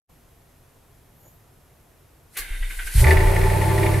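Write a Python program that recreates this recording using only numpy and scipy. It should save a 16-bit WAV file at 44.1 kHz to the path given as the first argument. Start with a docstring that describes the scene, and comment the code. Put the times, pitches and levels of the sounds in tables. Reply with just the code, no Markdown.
"""First, a low outdoor rumble with a faint, brief fizz; then a starter clacks in and cranks a cold V8.
Heard just behind its twin tailpipes on a quiet driveway, the engine catches with deep thumps,
flares with raspy pops and settles into a fast, burbling idle under a steady hiss.
Crank speed sets the firing note, the unevenly firing banks burble, and pulsing gas rings the pipes."""
import sys
import numpy as np
from scipy import signal
from scipy.fft import rfft, irfft
from scipy.io import wavfile

SR = 44100
rng = np.random.default_rng(int(sys.argv[2]) if len(sys.argv) > 2 else 0)


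def transcribe(u):
    """Save the signal u as a 16-bit wav file named by the first command-line argument.

    u: samples, shape (n,) or (channels, n), limited to [-1, 1]; the rate is SR.
    q: integer samples, one column per channel.
    """
    v = np.clip(np.atleast_2d(u).T, -1, 1)
    q = np.round(v * 32767).astype(np.int16)
    wavfile.write(sys.argv[1], SR, q)


N = 176400
T = np.arange(N) / SR
FREQS_HZ = np.maximum(np.arange(N // 2 + 1) * SR / N, 1)
CATCH_S = 2.953
IDLE_MIX = np.interp(T, [3.44, 3.74], [0, 1])  # 0 under load, 1 at idle


def amp(db):
    """Decibels to gain."""
    return 10 ** (np.asarray(db) / 20)


def unit(x):
    """Scale to rms 1."""
    return x / np.sqrt(np.mean(x ** 2) + 1e-20)


def curve(rows):
    """Linear interpolation of (t/s, value) rows."""
    return np.interp(T, *np.transpose(rows))


def level(rows):
    """Gain from (t/s, level/dB) rows, silent before the first."""
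    return amp(curve(rows)) * (T >= rows[0][0])


def burst(start_s, attack_s, t60_s):
    """Linear rise, exponential fall."""
    age_s = T - start_s
    return np.clip(age_s / attack_s, 0, 1) * amp(-60 * np.clip((age_s - attack_s) / t60_s, 0, 4))


def swell(peak_s, db, width_s):
    """Gaussian envelope."""
    return amp(db) * np.exp(-((T - peak_s) / width_s) ** 2)


def lowpass(x, hz, order=4):
    """Butterworth low-pass."""
    return signal.sosfilt(signal.butter(order, hz, fs=SR, output="sos"), x + 1e-18)


def highpass(x, hz, order):
    """Butterworth high-pass."""
    return signal.sosfilt(signal.butter(order, hz, "high", fs=SR, output="sos"), x)


def colour(x, spectrum):
    """Filter by (f/Hz, level/dB) rows."""
    hz, db = np.transpose(spectrum)
    return irfft(rfft(x) * amp(np.interp(np.log(FREQS_HZ), np.log(hz), db)), N)


def resonate(x, modes):
    """Parallel resonators (f/Hz, width/Hz, level/dB), alternating in sign."""
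    out = 0
    for k, (hz, width_hz, db) in enumerate(modes):
        r = np.exp(-np.pi * width_hz / SR)
        b = np.array([1, 0, -1]) * (1 - r * r) / 2
        a = [1, -2 * r * np.cos(2 * np.pi * hz / SR), r * r]
        out = out + (-1) ** k * amp(db) * signal.lfilter(b, a, x + 1e-18)
    return out


def noise(spectrum):
    """Coloured noise, rms 1."""
    return unit(colour(rng.standard_normal(N), spectrum))


def narrow_noise(hz, width_hz):
    """Noise twice through one resonator, rms 1."""
    mode = [(hz, width_hz, 0)]
    return unit(resonate(resonate(rng.standard_normal(N), mode), mode))


def engine():
    """Crank speed drives the exhaust; the twin pipes growl unalike. Stereo."""
    firings = crank()
    pulsing = unit(1 + 0.25 * np.cos(2 * np.pi * firings))
    rush = gas_rush(pulsing)
    bass = exhaust_note(firings) + first_thumps(firings)
    centre = bass + overtones(firings) + pipe_growl(firings, pulsing) + howl() + pops(firings) + rush
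    return driveway(centre) + amp(-9.5) * pipe_growl(firings, pulsing) * [[1], [-1]]


# Engine speed: t/s, firing rate/Hz
FIRING_RATE = [(2.96, 45.3), (2.986, 52.5), (3.01, 58.9), (3.038, 66.2), (3.056, 70.5), (3.088, 77.0),
               (3.108, 80.0), (3.2, 87.4), (3.252, 89.0), (3.382, 92.3), (3.758, 98.7), (3.91, 97.5)]


def crank():
    """Running count of firings, zero at the catch."""
    firings = np.cumsum(curve(FIRING_RATE)) / SR
    return firings - np.interp(CATCH_S, T, firings)


# Cylinder bank of each firing in a cycle: 0 or 1
BANK = [1, 1, 0, 1, 0, 0, 1, 0]
# Firing note envelope: t/s, level/dB
BOOM_LEVEL = [(2.943, -63), (2.953, -12.5), (2.978, -11), (3.015, -9.5), (3.043, -27.5), (3.06, -10),
              (3.12, -11.5), (3.2, -18.5), (3.27, -20), (4, -19.5)]
# Firing note partials: f/cycle rate, relative level/dB
BOOM_ORDERS = [(8, -1.5), (16, -19.5)]
# Burble envelope: t/s, level/dB
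BURBLE_LEVEL = [(2.95, -1), (3.0, 7.5), (3.09, -16), (3.17, 3), (3.35, 0.5), (3.55, 0.5), (4, 0)]
# Burble partials: f/cycle rate, relative level under load/dB, at idle/dB
BURBLE_ORDERS = [(1, -45, -45), (2, -53, -37), (3, -21.5, -37), (4, -51, -28.5), (5, -31, -34.5),
                 (6, -65, -51), (7, -44, -65), (9, -60, -71), (10, -38, -38), (11, -35.5, -29),
                 (12, -54, -63), (13, -34, -38.5), (15, -68, -47)]


def exhaust_note(firings, silencer_hz=226):
    """Firing note plus the burble of two unevenly firing banks, through the silencer."""
    cycle_rad = 2 * np.pi * (firings - .32) / len(BANK)
    bank_rad = np.angle(np.fft.fft(BANK))
    boom = sum(amp(db) * np.cos(k * cycle_rad) for k, db in BOOM_ORDERS)
    burble = 0
    for k, load_db, idle_db in BURBLE_ORDERS:
        gain = uneven_burn() * amp(load_db + IDLE_MIX * (idle_db - load_db))
        burble += gain * np.cos(k * cycle_rad + bank_rad[k % len(BANK)])
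    onset = np.clip((T - CATCH_S) / 0.033, 0, 1)
    note = level(BOOM_LEVEL) * boom + level(BURBLE_LEVEL) * onset * burble
    return lowpass(-np.sqrt(2) * note, silencer_hz)


def uneven_burn(spread_db=2.55, cutoff_hz=13.5):
    """Random gain: a cold engine burns no two cycles alike."""
    return amp(spread_db * unit(lowpass(rng.standard_normal(N), cutoff_hz, order=2)))


def first_thumps(firings, mode_hz=116, width_hz=23):
    """The first, slow firings each knock the silencer's low resonance."""
    knocks = np.diff(np.floor(firings + 0.437), prepend=0) * (T > CATCH_S - .015)
    thumps = lowpass(resonate(knocks, [(mode_hz, width_hz, 0)]), hz=138, order=6)
    envelope = np.interp(T, [2.95, 3.02, 3.15], [.4, 1, 0])
    return amp(-10) * envelope * thumps / np.abs(thumps).max()


# Gas flow in the pipes: t/s, level/dB
FLOW_LEVEL = [(2.94, -68), (2.98, -43.5), (3.02, -30.5), (3.075, -20), (3.1, -21.5), (3.118, -18),
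              (3.15, -23), (3.3, -24.5), (3.6, -26.5), (3.75, -26), (3.85, -24.5), (4, -30)]
# Tailpipe resonances: f/Hz, width/Hz, relative level/dB
PIPE_MODES = [(325.4, 17.5, -5), (388.5, 8.1, 7.5), (461, 46, -9), (529, 46, -5.5), (578, 74, -8),
              (651, 31, -7.5), (721, 29, -10.5), (872.7, 21.3, 1), (906, 19, -4), (1004.5, 16, -9.5),
              (1167, 15, -15), (1505, 100, -24)]


def pipe_growl(firings, pulsing, turbulent_share=0.52):
    """Each cylinder's puff repeats every cycle and, with fresh turbulence, rings the tailpipes."""
    size = 2048
    cycle = unit(irfft(np.exp(2j * np.pi * rng.random(size // 8)), size))
    puffs = np.interp(firings / len(BANK) % 1 * size, np.arange(size), cycle)
    periodic = unit(resonate(puffs * pulsing, PIPE_MODES))
    turbulent = unit(resonate(rng.standard_normal(N) * pulsing, PIPE_MODES))
    gas = np.sqrt(1 - turbulent_share) * periodic + np.sqrt(turbulent_share) * turbulent
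    return level(FLOW_LEVEL) * unit(highpass(gas, hz=293, order=6))


# Loud exhaust pops: t/s, relative level/dB
LOUD_POPS = [(3.0434, -8), (3.07, -8), (3.0836, -10.5), (3.1091, -2.5), (3.1715, -9.5), (3.2051, -11.5),
             (3.2388, -19), (3.271, -16), (3.2957, -21), (3.3613, -9.5), (3.4146, -17), (3.4361, -17),
             (3.5019, -18), (3.533, -22), (3.616, -15.5), (3.638, -18), (3.693, -17.5), (3.7014, -19),
             (3.7808, -16), (3.8313, -13), (3.862, -12.5), (3.917, -20), (3.9394, -16.5)]
# Resonances rung by a pop: f/Hz, width/Hz, relative level/dB
RASP_MODES = [(1458, 69, -13), (1761, 25, 3), (1942, 120, 1.5), (2182, 36, 0), (2300, 50, -3.5),
              (2518, 62, -8), (2800, 37, -12.5), (3590, 77, -16), (3930, 1500, -25.5)]


def pops(firings, decay_s=0.00099, echo_s=.0045, lead_s=.002):
    """Loud pops and, after the first, a small spit per firing; each bounces once along the pipe."""
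    fired_s = T[1:][np.diff(np.floor(firings)) > 0]
    fired_s = fired_s[fired_s > LOUD_POPS[0][0]]
    spit_db = -26 + 2.5 * rng.standard_normal(len(fired_s))
    out, t = np.zeros(N + SR), T[:SR // 20]
    for s, db in [*LOUD_POPS, *zip(fired_s, spit_db)]:
        direct, echo = rng.standard_normal((2, len(t))) * np.exp(-t / decay_s)
        pop = resonate(direct + amp(0.5) * np.roll(echo, int(echo_s * SR)), RASP_MODES)
        i = int((s - lead_s) * SR)
        out[i:i + len(t)] += amp(db - 5) * pop / np.abs(pop).max()
    return lowpass(out[:N], hz=5000, order=2)


# Overtones picked out by the pipes: f/cycle rate, level re flow/dB
PIPE_ORDERS = [(27, -7), (29, -18), (32, -5.5), (43, -15), (50, -11.5), (71, -10.5), (74, -17), (82, -23),
               (95, -19)]


def overtones(firings):
    """Engine orders sing in the pipes, fading in as the idle settles."""
    cycle_rad = 2 * np.pi * firings / len(BANK)
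    tones = sum(uneven_burn() * amp(db) * np.sin(k * cycle_rad + rng.uniform(0, 2 * np.pi))
                for k, db in PIPE_ORDERS)
    return np.sqrt(2) * level(FLOW_LEVEL) * IDLE_MIX * tones


def howl(hz=388):
    """The main pipe resonance sings briefly at the height of the flare."""
    return swell(peak_s=3.12, db=-20, width_s=.024) * np.sqrt(2) * np.sin(2 * np.pi * hz * T)


# Gas noise spectrum: f/Hz, relative level/dB
RUSH_SPECTRUM = [(800, -4.5), (1350, -5), (1800, -5), (2050, -5.5), (2500, -5.5), (3000, -11),
                 (4300, -16.5), (5200, -20), (8000, -24)]


def gas_rush(pulsing):
    """Broadband gas noise follows the flow and pulses with the firings."""
    rush_db = -33.5 + 0.98 * (curve(FLOW_LEVEL) + 24)
    return amp(rush_db) * (T > FLOW_LEVEL[0][0]) * pulsing * noise(RUSH_SPECTRUM)


# Solenoid and pinion strikes: t/s, level/dB
CLACKS = [(2.366, -26.5), (2.382, -33)]
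# Strike spectrum: f/Hz, relative level/dB
CLACK_SPECTRUM = [(120, -51), (200, -29), (430, 2.5), (554, -17.5), (812, -8), (974, -31), (1110, 4),
                  (1330, -10), (1560, 2.5), (2900, -5), (3680, -6), (4260, 0), (5300, -7), (12500, 2),
                  (15500, -10)]
# Gear noise envelope: t/s, level/dB
GEAR_LEVEL = [(2.33, -75), (2.37, -36.5), (2.42, -43), (2.55, -42.5), (2.6, -48), (2.9, -49.5), (3.0, -32),
              (3.08, -58)]
# Gear noise spectrum: f/Hz, relative level/dB
GEAR_SPECTRUM = [(150, -55), (250, -22), (344, -8.5), (541, -19.5), (806, -13.5), (1230, -14.5), (1570, 3),
                 (1840, -3), (1990, 5), (2670, -3.5), (3050, -4), (5320, -28), (6000, -40), (7800, -48),
                 (13200, -120)]
# Compression strokes: t/s, puff level/dB, grind level/dB, gear whine f/Hz
STROKES = [(2.387, -32.5, -47.5, 1620), (2.498, -20.5, -51, 1820), (2.598, -19, -39.5, 1980),
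           (2.676, -37, -40.5, 1554), (2.763, -26.5, -35.5, 1520), (2.843, -22.5, -38, 1538)]


def starter(puff_hz=30.7, grind_lag_s=0.022):
    """The pinion clacks in; each compression loads the gears and puffs air down the exhaust."""
    strikes = sum(amp(db) * burst(s, attack_s=0.0086, t60_s=0.12) for s, db in CLACKS)
    clacks = strikes * noise(CLACK_SPECTRUM)
    gears = noise(GEAR_SPECTRUM)
    puffs = grind = 0
    for s, puff_db, grind_db, whine_hz in STROKES:
        puff = np.sin(2 * np.pi * puff_hz * (T - s))
        puffs += amp(puff_db) * burst(s, attack_s=0.0068, t60_s=0.6) * puff
        load = amp(grind_db) * burst(s + grind_lag_s, attack_s=0.011, t60_s=0.16)
        grind += load * (gears + amp(1.5) * narrow_noise(whine_hz, width_hz=93))
    return clacks + level(GEAR_LEVEL) * gears + grind + lowpass(puffs, hz=69)


def starter_whine():
    """The starter motor whines thinly once the pinion has engaged."""
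    envelope = swell(peak_s=2.52, db=-53.5, width_s=0.3) * (T > CLACKS[0][0])
    return envelope * narrow_noise(hz=3650, width_hz=140)


# Hiss envelope: t/s, level/dB
HISS_LEVEL = [(2.3, -71), (2.35, -49.5), (2.42, -47), (2.48, -48.5), (2.68, -47.5), (2.71, -43.5),
              (2.85, -42.5), (2.872, -36), (2.9, -41.5), (2.95, -33.5), (3.01, -27), (3.06, -35.5),
              (3.125, -33), (3.155, -39.5), (3.8, -38), (4, -39.5)]
# Hiss spectrum: f/Hz, relative level/dB
HISS_SPECTRUM = [(2500, -10.5), (4300, 0.5), (5400, -4), (7800, -1), (8550, 2.5), (9100, 2.5), (10600, 5.5),
                 (12800, -0.5), (14300, -5), (15600, -32)]


def hiss():
    """Bright hiss with a thin metallic ring. Stereo."""
    bed = wide_noise(HISS_SPECTRUM)
    ring = amp(-15) * narrow_noise(hz=8330, width_hz=92)
    return level(HISS_LEVEL) * (bed + ring)


# Fizz, rustle and rumble bands: level/dB, swell width/s, f/Hz, bandwidth/Hz
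SWELL_BANDS = [(-60, 0.11, 12500, 2000), (-65, 0.048, 6830, 340), (-56, 0.026, 390, 500),
               (-60.5, 0.26, 106, 110)]


def faint_swells(peak_s=1.265):
    """A faint, brief fizz and rustle over a slow swell in the low outdoor rumble."""
    return sum(swell(peak_s, db, width_s) * narrow_noise(hz, width_hz)
               for db, width_s, hz, width_hz in SWELL_BANDS)


# Outdoor background spectrum: f/Hz, relative level/dB
AIR_SPECTRUM = [(12, -28), (20, 2), (38, -0.5), (59, 0), (129, -1), (185, -8.5), (202, -17.5), (238, -9.5),
                (315, -13), (416, -11), (631, -16.5), (686, -12), (746, -16), (4550, -30), (6910, -29),
                (8880, -29.5), (12400, -23.5), (13500, -30), (15500, -40)]


def outdoor_air():
    """Still air, mostly a low rumble. Stereo."""
    return amp(-55) * wide_noise(AIR_SPECTRUM)


# Stereo width: f/Hz, side gain/dB
SIDE_SPECTRUM = [(30, -25), (65, -27), (130, -13.5), (300, -6), (1000, -4), (2000, -8), (4000, -5.5),
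                 (12000, -6.5)]


def wide_noise(spectrum):
    """Stereo noise, narrow in the bass and wider above."""
    return noise(spectrum) + colour(noise(spectrum), SIDE_SPECTRUM) * [[1], [-1]]


def driveway(x):
    """Ground and bodywork scatter the sound sideways; the houses add a faint tail."""
    side = amp(-2) * colour(reflections(x, t60_s=0.27), SIDE_SPECTRUM)
    upper = highpass(x, hz=400, order=1)
    tail = np.array([reflections(upper, t60_s=0.25) for _ in range(2)])
    return x + side * [[1], [-1]] + amp(-11) * tail


def reflections(x, t60_s):
    """Dense, decaying echoes at unit power gain."""
    t = T[:SR // 2]
    echoes = rng.standard_normal(len(t)) * amp(-60 * t / t60_s) * (t > .001)
    return signal.fftconvolve(x, echoes / np.linalg.norm(echoes))[:N]


def scene():
    """Cold start on the driveway, over hiss and outdoor air."""
    return driveway(faint_swells() + starter() + starter_whine()) + engine() + hiss() + outdoor_air()


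def record(dry, open_s=.097, cutoff_hz=15700):
    """Clip the peaks, fade in from near silence, cut the top."""
    fade_in = amp(np.interp(T, [open_s - .025, open_s], [-50, 0]))
    top_cut = signal.ellip(12, .1, 80, cutoff_hz, fs=SR, output="sos")
    return signal.sosfilt(top_cut, np.clip(dry, -.9, .9) * fade_in)


dry = scene()
out = record(dry)
transcribe(out)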